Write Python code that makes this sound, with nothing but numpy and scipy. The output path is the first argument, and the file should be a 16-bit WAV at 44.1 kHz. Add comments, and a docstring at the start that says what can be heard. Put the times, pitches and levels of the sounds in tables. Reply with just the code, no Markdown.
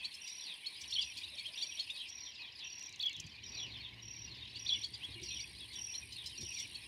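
"""Bee-eaters call over a colony on a dry, rocky slope: a few close by, dozens farther off, scattered by stones.
Calls are gliding tones with strands of a lower voice and noise echoes; far calls merge into a murmur.
A cricket chirps in tone bursts, a bush-cricket buzzes as scraped noise, a grasshopper ticks in noise bursts.
Wind, puffs and still air are shaped noise; handling bumps are decaying tones; a faint far hum comes and goes."""
import sys
import numpy as np
from scipy import signal
from scipy.fft import rfft, irfft, next_fast_len
from scipy.io import wavfile
from scipy.ndimage import uniform_filter1d

SR = 44100
rng = np.random.default_rng(int(sys.argv[2]) if len(sys.argv) > 2 else 0)


def unload_wav(signal):
    """Save mono or channel-first audio to the path in sys.argv[1] as 16-bit WAV at rate SR, clipped to [-1, 1]."""
    wavfile.write(
        sys.argv[1],
        SR,
        np.round(np.clip(np.atleast_2d(signal).T, -1, 1) * 32767).astype(np.int16),
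    )


N = 302967
TIME = np.arange(N) / SR
CALL_TIME = np.arange(-4400, 10000) / SR

# Call gestures, before stretching: [t/s from call time, f/share of top pitch, level/dB relative]
ROLL_GESTURE = [(0, .65, -22), (.010, .8, -5), (.019, 1, -7), (.033, 1, -8), (.039, .78, 0),
                (.052, .71, -3), (.059, .7, -11), (.066, .75, -1), (.078, .77, 2), (.085, .72, -6),
                (.093, .66, -9), (.135, .58, -28)]
CHIP_GESTURE = [(-.045, .66, -26), (-.032, .69, -17), (-.02, .76, -11), (-.012, .85, -9), (-.006, .96, 0),
                (.003, 1, 0), (.009, .98, -7), (.015, .84, -26)]
YELP_GESTURE = [(-.022, .8, -20), (-.01, .93, -8), (0, 1, -1), (.006, .92, 0), (.014, .72, -7),
                (.026, .58, -22)]
SLUR_GESTURE = [(-.09, 1.05, -23), (-.07, 1.11, -15), (-.045, 1.0, -8), (-.02, .89, -3), (0, .81, 0),
                (.025, .73, -3), (.05, .66, -8), (.075, .58, -20)]
PURR_GESTURE = [(-.04, 1.07, -22), (-.02, 1.05, -6), (0, 1, -2), (.02, .96, -7), (.045, .92, -22)]
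HOOT_GESTURE = [(-.04, 0.99, -16), (-.01, 0.83, 3.5), (0.016, 1, -2.5), (0.046, 0.63, -12)]
# Full rolling calls of the nearest bird: [t/s, top f/Hz, level/dB]
ROLL_CALLS = [(.918, 4367, -31), (2.992, 4466, -31.5), (4.657, 4506, -29.5)]
# Short rising chips: [t/s, top f/Hz, level/dB]
CHIP_CALLS = [(.054, 4450, -37.5), (.669, 4390, -37.5), (1.243, 3910, -42), (1.402, 4480, -42.5),
              (1.467, 3290, -41), (1.587, 3690, -42.5), (1.632, 4687, -35), (1.803, 4370, -35),
              (1.912, 3740, -40), (4.567, 4650, -45), (4.845, 4530, -36.5), (5.047, 3380, -41),
              (5.413, 4770, -43), (5.954, 4230, -42.5), (6.755, 4480, -42.5)]
# Arched yelps that drop away: [t/s, top f/Hz, level/dB]
YELP_CALLS = [(1.022, 4950, -38.5), (1.378, 4500, -46), (1.96, 4670, -51), (2.35, 5300, -53.5),
              (2.592, 5140, -50.5), (4.944, 4910, -43.5)]
# Falling slurs from farther up the slope: [t/s, top f/Hz, level/dB]
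SLUR_CALLS = [(.41, 4510, -49.5), (.495, 4526, -45), (.755, 4166, -53.5), (2.01, 3864, -43.5),
              (2.265, 4295, -49.5), (2.44, 4460, -50.5), (2.635, 4140, -47.5), (3.15, 4270, -46.5),
              (3.605, 4235, -43.5), (3.745, 4350, -47.5), (3.845, 4350, -45), (4.32, 4855, -49),
              (4.435, 4205, -46), (5.14, 3940, -51), (5.305, 4740, -46.5), (5.365, 3936, -44.5),
              (5.61, 4484, -49), (5.76, 4210, -48), (6.19, 4486, -45.5), (6.33, 3750, -50.5),
              (6.6, 4300, -47.5)]
# Harsh, high squabbling notes: [t/s, top f/Hz, level/dB]
RASP_CALLS = [(.148, 5310, -47.5), (.285, 4920, -46.5), (.817, 5780, -46.5), (.913, 5710, -47),
              (1.18, 4640, -44), (2.09, 5520, -50.5), (5.239, 5620, -50.5), (5.74, 4570, -51),
              (6.13, 4170, -46.5), (6.268, 5270, -43), (6.42, 5600, -47.5), (6.545, 5850, -49.5),
              (6.6, 5640, -44)]
# Low, gently falling purrs: [t/s, f/Hz, level/dB]
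PURR_CALLS = [(.02, 2560, -48), (1.74, 2620, -54), (2.4, 2570, -48), (2.655, 2670, -51),
              (5.31, 2610, -48.5), (5.895, 2570, -51), (6.04, 2440, -49), (6.51, 2590, -53.5)]
# Thin, very high squeaks: [t/s, f/Hz, level/dB]
SQUEAK_CALLS = [(2.58, 10400, -71), (3.03, 13900, -70)]
# Hiss in a harsh call: [f/Hz, level/dB relative, per Hz]
HISS_COLOUR = [(2300, -55), (5000, 9), (6500, -3), (9000, -5), (15000, -15)]
# Level of the rest of the colony: [t/s, level/dB]
COLONY_LEVEL = [(0, -55), (.35, -53.5), (.58, -56), (.8, -52), (1.55, -51.5), (2.02, -50.5), (2.15, -57.5),
                (2.4, -54.5), (2.52, -56), (2.7, -55), (3.32, -55.5), (3.55, -53), (3.97, -58.5),
                (4.25, -56), (4.75, -51.5), (4.9, -59), (5.35, -51), (5.55, -56), (6.05, -59.5),
                (6.55, -50.5), (6.7, -54)]
# Colour of the colony's babble after its way across the slope: [f/Hz, gain/dB relative]
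BABBLE_COLOUR = [(1400, -14), (2300, 4), (3400, -2), (5000, 0.5), (7000, 7)]
# Farthest, merged voices: [f/Hz, level/dB relative, per Hz]
MURMUR_COLOUR = [(1350, -32), (1700, 0), (2100, 8), (3500, 3), (5300, 2), (7000, -18)]
# Cricket chirps: [first stroke t/s, strokes/count, level/dB]
CHIRPS = [(.222, 9, -49), (0.886, 9, -50), (1.565, 8, -49.5), (2.103, 8, -49.5), (2.65, 9, -49),
          (3.443, 8, -50), (4.032, 9, -49.5), (4.601, 9, -48.5), (5.238, 8, -47.5), (5.766, 9, -44.5),
          (6.386, 10, -46.5)]
# One closing of the cricket's wings, before stretching: [t/s, f/share of pitch, level/dB relative]
STROKE_GESTURE = [(-.011, 1.0, -20), (-.0065, 1.012, -4), (-.002, 1.003, 0), (.002, .993, -1),
                  (.006, .975, -8), (.012, .94, -16), (.019, .91, -25)]
# Bush-cricket's colour: [f/Hz, level/dB relative, per Hz]
BUZZ_COLOUR = [(6500, -64), (7900, -9), (8600, 0), (9040, 0), (9400, -3), (10150, -2), (10800, -2.5),
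               (11400, -6), (12300, -19.5), (15500, -24)]
# Colour of ticks and snaps: [f/Hz, level/dB relative, per Hz]
CLICK_COLOUR = [(4500, -7.5), (6000, 7), (7700, -3.5), (8800, -14.5), (13500, -21.5), (15000, -30)]
# Dry snaps: [t/s, level/dB]
SNAPS = [(3.198, -44.5), (3.264, -58)]
# Handling bumps: [t/s, f/Hz, peak level/dB]
BUMPS = [(5.105, 93, -49), (5.155, 94, -50), (5.157, 340, -54), (5.199, 374, -55.5), (5.222, 353, -50),
         (6.429, 91.5, -50), (6.427, 347, -53.5)]
# Soft puffs of air from gusts and passing wings: [t/s, length/s, level/dB, upper edge f/Hz]
PUFFS = [(3.193, 0.041, -53.5, 160), (3.252, 0.048, -54, 134), (3.608, 0.19, -65, 855),
         (4.537, 0.012, -65, 590), (5.094, 0.018, -55.5, 300), (5.239, 0.16, -62.5, 262),
         (6.427, 0.069, -54.5, 184)]
# Wind on the microphone: [t/s, level/dB]
WIND_LEVEL = [(0.0, -70.5), (0.62, -84), (0.8, -65), (1.76, -74), (2.79, -72), (3.6, -60), (4.7, -62.5),
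              (6.87, -62)]
# Wind's colour: [f/Hz, level/dB relative, per Hz]
WIND_COLOUR = [(25, -54), (45, -14.5), (62, 0.5), (100, -1.5), (150, -9.5), (360, -14), (540, -28),
               (800, -46)]
# Open air: [f/Hz, level/dB relative, per Hz]
AIR_COLOUR = [(60, -9.5), (120, -5.5), (320, -1), (480, -7.5), (650, -7), (850, -3.5), (1030, 1),
              (1300, -15.5), (2000, 3.5), (7000, -26), (12000, -22.5), (15500, -37)]

CUTOFF_HZ = 15700
# Voice: approximate fundamental at the top of a call; the throat passes little below its low edge
VOICE_HZ, THROAT_LOW_HZ = 1100, 2600
# Roll within a call: nominal rate, and level that follows the pitch ripple
RIPPLE_HZ, RIPPLE_DB_PER_SHARE = 33, 55
PLAIN_CALL_HZ = 4500  # a call here has its plain length; lower ones can last longer
HOOT_START_S, HOOT_GAP_S, HOOT_HZ, HOOT_DB, HOOT_FADE_DB = 1.35, 0.15, 680, -67, 1.5
MURMUR_DB = -66
STROKE_GAP_S, CRICKET_HZ, SOFT_START_DB = .02735, 5690, 1.5
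BUZZ_DB, REST_DB, RETURN_DB = -65, -84.5, -63
BUZZ_ATTACK_S, BUZZ_STOP_S, BUZZ_RELEASE_S = 0.036, 2.03, 0.041
BUZZ_RESTART_S, BUZZ_SWELL_S = 4.35, 1
TICK_START_S, TICK_GAP_S, TICK_SLOWING_S, TICK_DB = 2.7945, .0325, .00022, -57
BUMP_RISE_S = 0.0066
HUM_DB, HUM_START_S, HUM_ATTACK_S, HUM_FADE_S, HUM_FADE_DB_PER_S = -62.5, 3.25, 0.35, 3.8, 4


def from_db(db):
    """Decibels to gain."""
    return 10 ** (np.asarray(db) / 20)


def rms_one(x):
    """Scale to an rms of 1."""
    return x / np.sqrt(np.mean(x ** 2) + 1e-20)


def crest_one(x):
    """Scale so that the loudest 10 ms have an rms of 1."""
    return x / np.sqrt(uniform_filter1d(x ** 2, size=441).max() + 1e-20)


def level(rows):
    """Gain over time from rows of (s, dB)."""
    return from_db(np.interp(TIME, *np.transpose(rows)))


def add(out, sound, start_s):
    """Mix a sound in, trimmed to the scene."""
    at = int(round(start_s * SR))
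    skip, end = max(-at, 0), min(len(sound), N - at)
    if end > skip:
        out[at + skip:at + end] += sound[skip:end]


def colour(x, points):
    """Filter by a spectrum interpolated over octaves, falling steeply beyond its ends; rms 1."""
    size = next_fast_len(len(x))
    hz, db = np.transpose(points)
    octaves = np.log2(np.maximum(np.fft.rfftfreq(size, 1 / SR), 1))
    outside = np.abs(octaves - np.clip(octaves, np.log2(hz[0]), np.log2(hz[-1])))
    gain = from_db(np.interp(octaves, np.log2(hz), db) - 30 * outside)
    return rms_one(irfft(rfft(x, size) * gain, size)[:len(x)])


def waver(t, rate_hz):
    """Random wandering through this many knots a second; spread near 1."""
    knots = rng.standard_normal(2048)
    return np.interp((t - t[0]) * rate_hz, np.arange(len(knots)), knots)


def whistle(gesture, top_hz, rough, overtone_db, burr=0, ripple=0, stretch=1):
    """Tone along a gesture, rolled and shaken; with a burr, the strongest harmonic of a lower voice."""
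    s, share, db = np.transpose(gesture)
    sounding = (CALL_TIME >= s[0] * stretch) & (CALL_TIME <= s[-1] * stretch)
    t = CALL_TIME[sounding] / stretch
    shake = waver(t, 260) + waver(t, 1100)
    ripple_hz = RIPPLE_HZ * rng.uniform(.8, 1.25)
    roll = ripple * np.sin(2 * np.pi * (ripple_hz * t + rng.random()))
    hz = top_hz * np.interp(t, s, share) * (1 + roll + rough * shake)
    phase = 2 * np.pi * np.cumsum(hz) / SR
    loudness = from_db(np.interp(t, s, db) + RIPPLE_DB_PER_SHARE * roll)
    loudness = loudness * signal.windows.tukey(len(t), .1)
    trill = from_db(2.5 * waver(t, 220) * min(rough / .015, 1))
    main = max(round(top_hz / VOICE_HZ), 2) if burr else 1
    below = 0
    for k in range(2, main):
        throat = 1 / (1 + (THROAT_LOW_HZ * main / (k * hz)) ** 12)
        below = below + burr ** (main - k) * np.sin(k / main * phase + k * k) * throat
    above = 0
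    for k in range(main + 1, main + 4):
        if k * top_hz / main < CUTOFF_HZ:
            above = above + ((main + 1) / k) ** 2 * np.sin(k / main * phase + k * k)
    out = np.zeros(len(CALL_TIME))
    out[sounding] = loudness * trill * (np.sin(phase) + below + from_db(overtone_db) * above)
    return out


def slope(x, near_db, far_db):
    """Stones by the caller scatter it at once; the hillside answers with a longer tail."""
    t = np.arange(SR // 3) / SR
    stones, hillside = rng.standard_normal((2, len(t)))
    stones = stones * from_db(-60 * t / 0.12) * (t > .001)
    hillside = hillside * from_db(-60 * t / 0.55) * (1 - np.exp(-t / 0.008))
    echo = from_db(near_db) * stones / np.linalg.norm(stones)
    echo = echo + from_db(far_db) * hillside / np.linalg.norm(hillside)
    return x + signal.fftconvolve(x, echo)[:len(x)]


def calls(table, gesture, rough, burr, overtone_db, near_db, far_db, ripple=0, hiss_db=-80, drawl=0):
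    """One kind of call: tone plus hiss under its envelope, each with its own echoes; drawl lengthens low ones."""
    out = np.zeros(N)
    for s, top_hz, db in table:
        stretch = (PLAIN_CALL_HZ / top_hz) ** drawl
        tone = whistle(gesture, top_hz, rough, overtone_db, burr, ripple, stretch)
        envelope = np.sqrt(uniform_filter1d(tone ** 2, size=60).clip(0))
        hiss = colour(rng.standard_normal(len(tone)), HISS_COLOUR) * envelope
        call = slope(tone + from_db(hiss_db) * hiss, near_db, far_db)
        add(out, from_db(db) * crest_one(call), s + CALL_TIME[0])
    return out


def rolls():
    """Nearest bird: rolling pitch, almost pure tone."""
    return calls(ROLL_CALLS, ROLL_GESTURE, rough=.015, burr=.06, overtone_db=-29,
                 near_db=-6, far_db=-17, hiss_db=-38)


def chips():
    """Short rising tones with strong lower strands; low ones last longer."""
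    return calls(CHIP_CALLS, CHIP_GESTURE, rough=.014, burr=.45, overtone_db=-21,
                 near_db=-7, far_db=-17, hiss_db=-24, drawl=.7)


def yelps():
    """Arched tones that drop away."""
    return calls(YELP_CALLS, YELP_GESTURE, rough=.015, burr=.3, overtone_db=-19, near_db=-6, far_db=-14)


def slurs():
    """Rippled falling tones, strongly scattered on their way down the slope."""
    return calls(SLUR_CALLS, SLUR_GESTURE, rough=.024, burr=.25, overtone_db=-29,
                 near_db=-1, far_db=-13, ripple=.05)


def rasps():
    """Squabbling: shaken chips, harsh with strands and hiss."""
    return calls(RASP_CALLS, CHIP_GESTURE, rough=.025, burr=.6, overtone_db=-13,
                 near_db=-3, far_db=-13, hiss_db=-12)


def purrs():
    """Low, rippled, gently falling tones."""
    return calls(PURR_CALLS, PURR_GESTURE, rough=.016, burr=.1, overtone_db=-24,
                 near_db=-2, far_db=-9, ripple=.025)


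def squeaks():
    """Thin, very high tones on the purr's gesture, without lower strands."""
    return calls(SQUEAK_CALLS, PURR_GESTURE, rough=.02, burr=0, overtone_db=-60, near_db=-4, far_db=-12)


def hoots(count=5):
    """A far bird repeats one low note evenly, each time more faintly."""
    notes = []
    for k in range(count):
        hz = HOOT_HZ * rng.normal(1, 0.0213)
        notes.append((HOOT_START_S + k * HOOT_GAP_S, hz, HOOT_DB - k * HOOT_FADE_DB))
    return calls(notes, HOOT_GESTURE, rough=0.051, burr=0, overtone_db=-11, near_db=-6, far_db=-10)


def colony(count=600):
    """Distant calls overlap and swell together; the farthest merge into a steady noise murmur."""
    groups = np.zeros((7, N))
    # (gesture, lowest and highest top f/Hz, ripple/share)
    kinds = (
        (ROLL_GESTURE, 3500, 5300, .05),
        (PURR_GESTURE, 2200, 2900, .02),
        (SLUR_GESTURE, 3400, 4900, .06),
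        (PURR_GESTURE, 3700, 4900, .05),
        (CHIP_GESTURE, 2800, 5000, .03),
    )
    for k, (when, pitch, pace, far) in enumerate(rng.random((count, 4))):
        gesture, low_hz, high_hz, ripple = kinds[k % len(kinds)]
        call = whistle(gesture, low_hz + pitch * (high_hz - low_hz), rough=.024, overtone_db=-27,
                       burr=.25, ripple=ripple, stretch=.5 + .45 * pace)
        start_s = (k + when) / count * (N / SR + .2) - .25
        add(groups[k % len(groups)], from_db(-9 * far) * call, start_s)
    voices = np.zeros(N)
    for group in groups:
        # the long path through warm air makes each group flutter
        voices += slope(group, near_db=-1, far_db=-13) * from_db(4.5 * waver(TIME, 90))
    voices = colour(voices, BABBLE_COLOUR)
    voices = voices / np.sqrt(uniform_filter1d(voices ** 2, size=4000) + 1e-9)
    murmur = from_db(MURMUR_DB) * colour(rng.standard_normal(N), MURMUR_COLOUR)
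    return level(COLONY_LEVEL) * voices + murmur


def cricket():
    """Evenly spaced wing strokes, each a short tone sagging in pitch; a chirp starts a little softly."""
    out = np.zeros(N)
    for first_s, strokes, chirp_db in CHIRPS:
        for k in range(int(round(strokes))):
            stroke = whistle(STROKE_GESTURE, CRICKET_HZ, rough=.006, overtone_db=-30,
                             stretch=rng.uniform(.85, 1.1))
            db = chirp_db - SOFT_START_DB * np.exp(-k) + rng.normal(0, 1.0)
            add(out, from_db(db) * crest_one(stroke), first_s + k * STROKE_GAP_S + CALL_TIME[0])
    return slope(out, near_db=-8, far_db=-16)


def buzz_effort():
    """Bush-cricket gain: a steady bout, a rest, then a bout that swells back, quickly at first."""
    attack = np.minimum(TIME / BUZZ_ATTACK_S, 1)
    first = attack * np.exp(-np.maximum(TIME - BUZZ_STOP_S, 0) / BUZZ_RELEASE_S)
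    second = 1 - np.exp(-np.maximum(TIME - BUZZ_RESTART_S, 0) / BUZZ_SWELL_S)
    return from_db(REST_DB) + from_db(BUZZ_DB) * first + from_db(RETURN_DB) * second


def bush_cricket(stroke_hz=53.8, accent=1.4, sharpness=12.0, sway=0.085, teeth_hz=9500, ring_db=-8, ground_db=-7):
    """File scraped to and fro: the tooth rate swings with each stroke, which has one sharp accent."""
    pace_hz = stroke_hz * (1 + 0.0118 * waver(TIME, 1.3) + 0.0223 * waver(TIME, 90))
    swing = np.cos(2 * np.pi * np.cumsum(pace_hz) / SR)
    accents = accent * np.exp(sharpness * (swing - 1)) * from_db(2.3 * waver(TIME, 43))
    pressure = 1 + sway * swing + accents
    tooth_rate_hz = teeth_hz * (1 - 0.066 * swing + 0.078 * waver(TIME, 900))
    ring = np.sin(2 * np.pi * np.cumsum(tooth_rate_hz) / SR)
    teeth = rng.standard_normal(N) + from_db(ring_db) * ring
    buzz = teeth * pressure * from_db(2.55 * waver(TIME, 280))
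    # ground reflection, 122 samples late, combs the hiss into steady bands
    buzz = buzz + from_db(ground_db) * np.roll(buzz, 122)
    return buzz_effort() * colour(buzz, BUZZ_COLOUR)


def clicks(table, decay_s, tail_db):
    """Dry noise bursts that swell quickly and die, with a short scatter behind them."""
    out, t = np.zeros(N), np.arange(SR // 12) / SR
    lead = SR // 200  # silent samples ahead, room for the filter
    for s, db in table:
        envelope = t / decay_s * np.exp(1 - t / decay_s) + from_db(tail_db) * np.exp(-t / 0.03)
        burst = np.pad(rng.standard_normal(len(t)) * envelope, (lead, 0))
        add(out, from_db(db) * crest_one(colour(burst, CLICK_COLOUR)), s - lead / SR)
    return out


def grasshopper(count=12):
    """Run of equally strong soft ticks; each gap is longer than the last."""
    k = np.arange(count)
    times = TICK_START_S + TICK_GAP_S * k + TICK_SLOWING_S * k ** 2 / 2
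    return clicks([(s, TICK_DB) for s in times], decay_s=.0006, tail_db=-24)


def snaps():
    """Dry snaps: click bursts with a slower decay than the ticks."""
    return clicks(SNAPS, decay_s=.003, tail_db=-22)


def bumps():
    """Handling bumps: each sets a low note of the microphone's housing ringing for a moment."""
    out, t = np.zeros(N), np.arange(SR // 8) / SR
    swell = t / BUMP_RISE_S * np.exp(1 - t / BUMP_RISE_S)
    for s, hz, db in BUMPS:
        add(out, from_db(db) * swell * np.sin(2 * np.pi * hz * t), s)
    return out


def puffs():
    """Low noise under a bell-shaped swell, each puff with its own upper edge."""
    out = np.zeros(N)
    middle_s = CALL_TIME.mean()
    for s, length_s, db, edge_hz in PUFFS:
        noise = rng.standard_normal(len(CALL_TIME))
        air = colour(noise, [(60, 0), (edge_hz, 0), (3 * edge_hz, -22)])
        swell = np.exp(-(2 * (CALL_TIME - middle_s) / length_s) ** 2)
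        add(out, from_db(db) * air * swell, s + CALL_TIME[0] - middle_s)
    return out


def wind():
    """Lumpy low noise of wind on the microphone."""
    noise = rng.standard_normal(N) * from_db(2.6 * waver(TIME, 22))
    return level(WIND_LEVEL) * colour(noise, WIND_COLOUR)


def still_air():
    """Shaped noise of open air, gently uneven, at -65 dB rms."""
    noise = rng.standard_normal(N) * from_db(1.94 * waver(TIME, 14))
    return from_db(-65.0) * colour(noise, AIR_COLOUR)


def hum():
    """Distant wavering sine that swells, holds and fades."""
    hz = 115 * (1 + 0.0145 * waver(TIME, 2.7))
    attack = np.clip((TIME - HUM_START_S) / HUM_ATTACK_S, 0, 1)
    fade_db = HUM_FADE_DB_PER_S * np.maximum(TIME - HUM_FADE_S, 0)
    swell = attack * from_db(HUM_DB - fade_db)
    return swell * np.sqrt(2) * np.sin(2 * np.pi * np.cumsum(hz) / SR)


def scene():
    """Birds near and far, insects and air, in one channel."""
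    birds = rolls() + chips() + yelps() + slurs() + rasps() + purrs() + squeaks() + hoots() + colony()
    insects = cricket() + bush_cricket() + grasshopper()
    background = snaps() + bumps() + puffs() + wind() + still_air() + hum()
    return (birds + insects + background)[None]


def record(dry):
    """Steep elliptic low-pass cuts the top."""
    return signal.sosfilt(signal.ellip(10, .1, 70, CUTOFF_HZ, fs=SR, output="sos"), dry)


dry = scene()
out = record(dry)
unload_wav(out)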